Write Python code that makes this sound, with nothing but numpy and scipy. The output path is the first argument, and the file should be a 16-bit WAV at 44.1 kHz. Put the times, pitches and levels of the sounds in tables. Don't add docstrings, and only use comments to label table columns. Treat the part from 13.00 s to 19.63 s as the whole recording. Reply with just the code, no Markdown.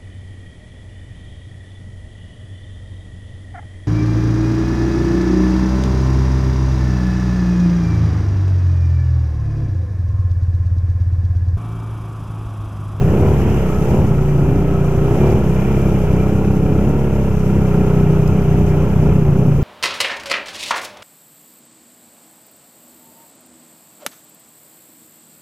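import sys
import numpy as np
from scipy.fft import rfft, irfft, next_fast_len
from scipy.io import wavfile
from scipy.ndimage import uniform_filter1d, minimum_filter1d, map_coordinates

SR = 44100
rng = np.random.default_rng(int(sys.argv[2]) if len(sys.argv) > 2 else 0)


def to_wav(sig):
    pcm = np.clip(np.atleast_2d(sig), -1, 1) * 32767
    pcm = np.round(pcm).astype(np.int16)
    wavfile.write(sys.argv[1], SR, pcm.T)


N = 292383

CRUISE = 32
# (time [s], four-stroke cycles [1/s])
SPEED = [(0.0, 31.58), (0.05, 30.26), (0.25, 37.01), (0.33, 36.34), (0.41, 33.02), (0.52, 35.8),
         (0.69, 31.09), (0.87, 32.45), (0.97, 37.61), (1.12, 29.26), (1.45, 29.13), (1.48, 31.22),
         (1.7, 30.23), (2.01, 29.87), (2.16, 31.83), (2.23, 35.36), (2.33, 36.13), (2.48, 31.6),
         (2.69, 33.9), (2.95, 32.93), (3.1, 30.71), (3.2, 32.51), (3.48, 32.93), (3.73, 31.95),
         (3.92, 35.65), (4.48, 31.49), (4.56, 33.67), (4.68, 31.49), (5.26, 30.71), (5.33, 32.77),
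         (5.44, 30.38), (5.6, 31.58), (5.78, 30.01), (5.91, 33.09), (6.0, 29.82), (6.15, 32.19),
         (6.31, 28.11), (6.42, 32.42), (6.56, 27.35), (6.63, 29.27)]
# (frequency [Hz], gain [dB])
SPRAY_SPECTRUM = [(2120, -47), (3600, -4), (4310, -11), (4870, -5), (6300, -0.5), (9790, -11),
                  (11700, -2.5), (14600, -10.5), (15200, -11.5)]


def exhaust(cycle):
    # (time [s], level at cruising speed [dB])
    boom_levels = [(0.0, -16.5), (0.81, -19.5), (1.0, -17.5), (3.65, -16), (3.91, -18.5), (5.08, -12.5),
                   (5.87, -15.5), (6.11, -13.5), (6.63, -14.5)]
    # (order [multiple of the cycle rate], relative level [dB])
    puff_orders = [(1, -17), (2, -15), (3, -1.5), (4, -1), (5, -.7), (6, -.7), (7, -10), (8, -17),
                   (10, -27), (14, -36), (40, -70)]
    # (frequency [Hz], width [Hz], gain [dB])
    silencer_modes = [(145.7, 15.1, 8), (176.7, 26.4, 0), (199.6, 29, 1.5)]
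    boom_db, = curves(boom_levels)
    speed, = curves(SPEED)
    order = np.arange(513)
    lag = np.exp(-.22j * (order - 4.4) ** 2)
    shape = irfft(causal(along(puff_orders, order)) * lag)
    angles = np.arange(len(shape)) / len(shape)
    puff = unit(np.interp(cycle - .52, angles, shape - shape.mean(), period=1))
    boom = unit(puff + .83 * ringing(puff * amp(.65 * wobble(30)), silencer_modes))
    boom_gain = amp(boom_db + .12 - .1 * (speed - CRUISE))
    shake = np.sqrt(2) * np.cos(2 * np.pi * 2 * cycle)
    shake_gain = effort(-23.5, per_throttle=.05, per_rev=.65, per_surge=-.0012)
    return boom_gain * boom + shake_gain * amp(.8 * wobble(5.6)) * shake


def intake(cycle):
    # (frequency [Hz], width [Hz], gain [dB])
    airbox_modes = [(331, 54.6, 2), (402, 52, 2), (534, 51, -14.5), (752, 56, -15.5), (916, 80, -23)]
    front = strokes(cycle, angle=.41, scatter_db=1.5, jitter_s=.00013)
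    rear = strokes(cycle, angle=.795, scatter_db=1.5, jitter_s=.00013)
    bark = ringing(-.55 * front - rear, airbox_modes)
    overtone = ringing(-np.cos(2 * np.pi * 13 * (cycle - .795)), airbox_modes)
    return (effort(-27.5, per_throttle=1.5, per_rev=.44, per_surge=.0521) * bark
            + effort(-30.5, per_throttle=-.05, per_rev=2.04, per_surge=-.0431) * overtone)


def howl(cycle):
    # (order [multiple of the cycle rate], relative level [dB])
    overtones = [(11, 1.5), (14, 0), (15, -1), (16, -5), (17, 1), (18, -1), (19, -4), (20, -4), (21, -5),
                 (22, -8), (23, -4), (24, -5), (26, -7), (27, -9), (28, -8), (29, -10)]
    tones = np.zeros(N)
    for order, db in overtones:
        swell = amp(db + 2.5 * wobble(5))
        tones += swell * np.sin(2 * np.pi * (round(order) * cycle + rng.random()) + .45 * wobble(6))
    return effort(-32.5, per_throttle=.9, per_rev=.4, per_surge=.08) * unit(tones)


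def gas_rasp(cycle):
    # (frequency [Hz], gain [dB])
    rasp_spectrum = [(150, -22), (300, 9.5), (450, 6.5), (620, 5.5), (690, -4), (760, 3.5), (830, -3),
                     (920, 1), (1150, -5.5), (1600, -17), (3000, -19.5), (5000, -77.5)]
    flow = .99 + gate(cycle, angle=.49, sharp=2.4) + gate(cycle, angle=.826, sharp=2.1)
    rasp = coloured(flow * rng.standard_normal(N), rasp_spectrum)
    return effort(-32, per_throttle=.5, per_rev=-.4, per_surge=.067) * rasp


def valve_clatter(cycle):
    # (frequency [Hz], width [Hz], gain [dB])
    cover_modes = [(1285, 68, 0), (1397, 98, 0), (1670, 31, -6), (2361, 31, -3), (2590, 300, -11.5)]
    taps = sum(size * gate(cycle, angle, sharp=12) for angle, size in [(.63, 1), (.87, .7), (.2, .4)])
    noise = rng.standard_normal(N) + .5 * rng.standard_normal((2, N))
    clatter = ringing((.5 + taps) * noise, cover_modes)
    return effort(-41.5, per_throttle=.55, per_rev=.1, per_surge=0) * amp(.48 * wobble(5.3)) * clatter


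def drive_line(cycle):
    # (middle [s], length [s], level [dB])
    drones = [(1.565, 0.43, -26), (3.62, 1, -28.5)]
    # (middle [s], length [s], pitch [Hz], level [dB])
    rings = [(0.743, 0.26, 1288, -42), (1.252, .6, 1290, -46.5), (1.854, 0.57, 1293, -42),
             (2.277, 0.17, 2350, -44.5), (2.75, 0.54, 2380, -46.5), (3.15, 0.23, 1310, -44),
             (3.15, .2, 2360, -47), (4.947, 0.48, 1300, -44), (5.7, 0.85, 1315, -49)]
    ring_q = 85
    drone_hz = 291.3 + 1.89 * wobble(12)
    tone = np.sqrt(2) * np.sin(2 * np.pi * np.cumsum(drone_hz) / SR)
    drone = sum(amp(db) * spell(middle, length) for middle, length, db in drones) * tone
    rattle = (.9 + gate(cycle, angle=.7, sharp=1.9)) * rng.standard_normal(N)
    return drone + sum(amp(db) * spell(middle, length) * ringing(rattle, [(hz, hz / ring_q, 0)])
                       for middle, length, hz, db in rings)


def wheel_churn():
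    # (frequency [Hz], gain [dB])
    churn_spectrum = [(15, -16), (35, -18), (50, -13), (68, -2), (115, 1), (200, -4), (280, -8), (450, -18),
                      (900, -34), (2500, -65)]
    gain = effort(-21.5, per_throttle=.6, per_rev=-.13, per_surge=.1332) * amp(1.83 * wobble(10))
    return gain * coloured(rng.standard_normal(N) + .046 * rng.standard_normal((2, N)), churn_spectrum)


def bow_wave():
    # (time [s], relative wave level [dB], relative spray level [dB])
    water_levels = [(0.0, -40, -55.5), (0.02, -43.5, -50.5), (0.57, -39, -48.5), (0.79, -44, -49.5),
                    (0.92, -41, -47.5), (1.07, -45, -51), (1.64, -45, -52.5), (2.07, -43, -50.5),
                    (2.29, -38.5, -48), (2.4, -43, -49.5), (2.64, -40.5, -49.5), (3.77, -46.5, -52),
                    (3.8, -44.5, -51), (6.17, -43, -51), (6.24, -47, -53), (6.63, -47, -51.5)]
    # (frequency [Hz], gain [dB])
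    wave_spectrum = [(300, -15.5), (900, 7.5), (1500, 0.5), (2100, 1), (2900, 1), (3300, -3.5), (3800, -33),
                     (5000, -34), (8000, -50)]
    wave_db, spray_db = curves(water_levels)
    froth = np.array([bubbles(count=4000, hz=1908, octaves=.72, cycles=18, size_db=-.5) for _ in range(2)])
    wave = spread(coloured(rng.standard_normal((2, N)) + .42 * froth, wave_spectrum))
    patter = np.array([bubbles(count=4000, hz=7000, octaves=.6, cycles=14, size_db=5) for _ in range(2)])
    spray = spread(coloured(rng.standard_normal((2, N)) + .24 * patter, SPRAY_SPECTRUM))
    return amp(wave_db + 5 + .48 * wobble(18)) * wave + amp(spray_db + 4 + .85 * wobble(40)) * spray


def drops():
    # (time [s], relative level [dB])
    hits = [(0.1007, -31), (0.4334, -32), (0.593, -26), (5.2764, -16.5), (5.335, -27), (5.42, -27)]
    ping_hz, decay_s = 5030, .03
    ticks = np.zeros((2, N + SR))
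    t = np.arange(SR // 20) / SR
    for time, db in hits:
        tick = rng.standard_normal((2, len(t))) + .6 * np.sin(2 * np.pi * ping_hz * t)
        start = round(time * SR)
        ticks[:, start:start + len(t)] += amp(db - 12 - 60 * t / decay_s) * tick
    return filtered(ticks[:, :N], lambda hz: amp(along(SPRAY_SPECTRUM, hz)))


def effort(cruise_db, per_throttle, per_rev, per_surge):
    # (time [s], throttle [dB])
    throttle = [(0.0, -22.5), (0.28, -19), (0.39, -23.5), (0.94, -22), (1.07, -24), (1.57, -21), (1.9, -21),
                (2.23, -18), (2.47, -22.5), (3.21, -20.5), (4.32, -23.5), (4.38, -25.5), (4.91, -18.5),
                (5.41, -23.5), (5.47, -22.5), (5.67, -21.5), (5.78, -20.5), (5.98, -25.5), (6.09, -20.5),
                (6.13, -25.5), (6.17, -23), (6.63, -27.5)]
    throttle_db, = curves(throttle)
    speed, = curves(SPEED)
    pull_db = throttle_db - throttle_db.mean()
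    surge = uniform_filter1d(np.abs(np.gradient(speed)) * SR, size=SR // 5)
    return amp(cruise_db + per_throttle * pull_db + per_rev * (speed - CRUISE) + per_surge * surge)


def strokes(cycle, angle, scatter_db, jitter_s):
    timing, size = rng.standard_normal((256, 2)).T
    at = np.interp(np.arange(len(timing)) + angle, cycle, np.arange(N), right=2 * N)
    at += jitter_s * SR * timing
    heard = (at >= 0) & (at < N)
    return np.bincount(at[heard].astype(int), amp(scatter_db * size[heard]), N)


def gate(cycle, angle, sharp):
    return np.exp(sharp * (np.cos(2 * np.pi * (cycle - angle)) - 1))


def spell(middle, length):
    return np.exp(-(2 * (np.arange(N) / SR - middle) / length) ** 4)


def bubbles(count, hz, octaves, cycles, size_db):
    t = np.arange(SR // 80) / SR
    start = rng.integers(0, N, count)
    pitch = np.minimum(hz * 2 ** (octaves * rng.standard_normal((count, 1))), SR / 3)
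    size = amp(size_db * np.minimum(rng.exponential(size=(count, 1)), 4))
    age = pitch * t / cycles
    rise = 1 + np.minimum(age, 1) / 10
    ping = size * np.exp(-3 * age) * np.sin(2 * np.pi * pitch * t * rise)
    at = start[:, None] + np.arange(len(t))
    return unit(np.bincount(at.ravel(), ping.ravel(), N)[:N])


def spread(pair):
    # (frequency [Hz], correlation [0 to 1])
    likeness = [(400, .98), (900, .8), (1500, .5), (2700, .45), (4000, 0), (15000, 0)]
    def mid_side_gains(hz):
        turn = np.arccos(np.clip(along(likeness, hz), -1, 1)) / 2
        return np.array([np.cos(turn), np.sin(turn)])
    mid, side = filtered(pair, mid_side_gains)
    return unit(np.array([mid + side, mid - side]))


def amp(db):
    return 10 ** (np.asarray(db) / 20)


def unit(x):
    return x / np.sqrt(np.mean(x ** 2) + 1e-20)


def along(points, hz):
    f, v = np.transpose(points)
    return np.interp(np.log(hz + 1), np.log(f + 1), v)


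def curves(rows):
    times, *columns = np.transpose(rows)
    return [np.interp(np.arange(N) / SR, times, column) for column in columns]


def wobble(rate):
    return map_coordinates(rng.standard_normal(int(N * rate / SR) + 4), [np.arange(N) * rate / SR])


def filtered(x, response):
    size = 2 * next_fast_len(N // 2 + SR // 4)
    return irfft(rfft(x, size) * response(np.fft.rfftfreq(size, 1 / SR)), size)[..., :x.shape[-1]]


def causal(db):
    cepstrum = irfft(np.log(amp(db)))
    half = len(cepstrum) // 2
    return np.exp(rfft(2 * cepstrum[:half], 2 * half) - cepstrum[0])


def coloured(x, points):
    return unit(filtered(x, lambda hz: causal(along(points, hz))))


def ringing(x, modes):
    def response(hz):
        return sum((-1) ** k * amp(db) * 1j * hz * width / (centre ** 2 - hz ** 2 + 1j * hz * width)
                   for k, (centre, width, db) in enumerate(modes))
    return unit(filtered(x, response))


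def limited(x, ceiling):
    needed = np.minimum(1, ceiling / (np.abs(x).max(axis=0) + 1e-9))
    gain = minimum_filter1d(needed, size=SR // 60)
    return x * uniform_filter1d(uniform_filter1d(gain, size=SR // 120), size=SR // 120)


def scene():
    speed, = curves(SPEED)
    cycle = np.cumsum(speed) / SR + .16
    engine = exhaust(cycle) + intake(cycle) + howl(cycle) + gas_rasp(cycle) + valve_clatter(cycle)
    return engine + drive_line(cycle) + wheel_churn() + bow_wave() + drops()


def record(dry):
    # (frequency [Hz], left minus right [dB])
    port_balance = [(60, 1), (400, 0.26), (1100, 0.9), (1300, -1), (1500, -3.5), (1850, -8), (2200, 1.5),
                    (3000, -0.5), (4100, -5.5), (5200, 2.5), (6300, 6), (8000, -3.5), (10400, -1.5),
                    (11700, -17), (15000, -10)]
    top_hz, lag_samples = 15350, 1.2
    def ports(hz):
        gain = amp(np.outer([.5, -.5], along(port_balance, hz)))
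        lag = np.exp(-2j * np.pi * np.outer([lag_samples, -lag_samples], hz) / SR)
        return lag * gain / np.sqrt(np.mean(gain ** 2, axis=0))
    dc_offset = np.array([[.073], [.103]])
    edge = SR // 20
    padded = np.pad(dry, ((0, 0), (edge, edge)), "reflect", reflect_type="odd")
    held = limited(filtered(padded, ports), ceiling=.85)
    return dc_offset + filtered(held, lambda hz: hz < top_hz)[:, edge:-edge]


dry = scene()
out = record(dry)
to_wav(out)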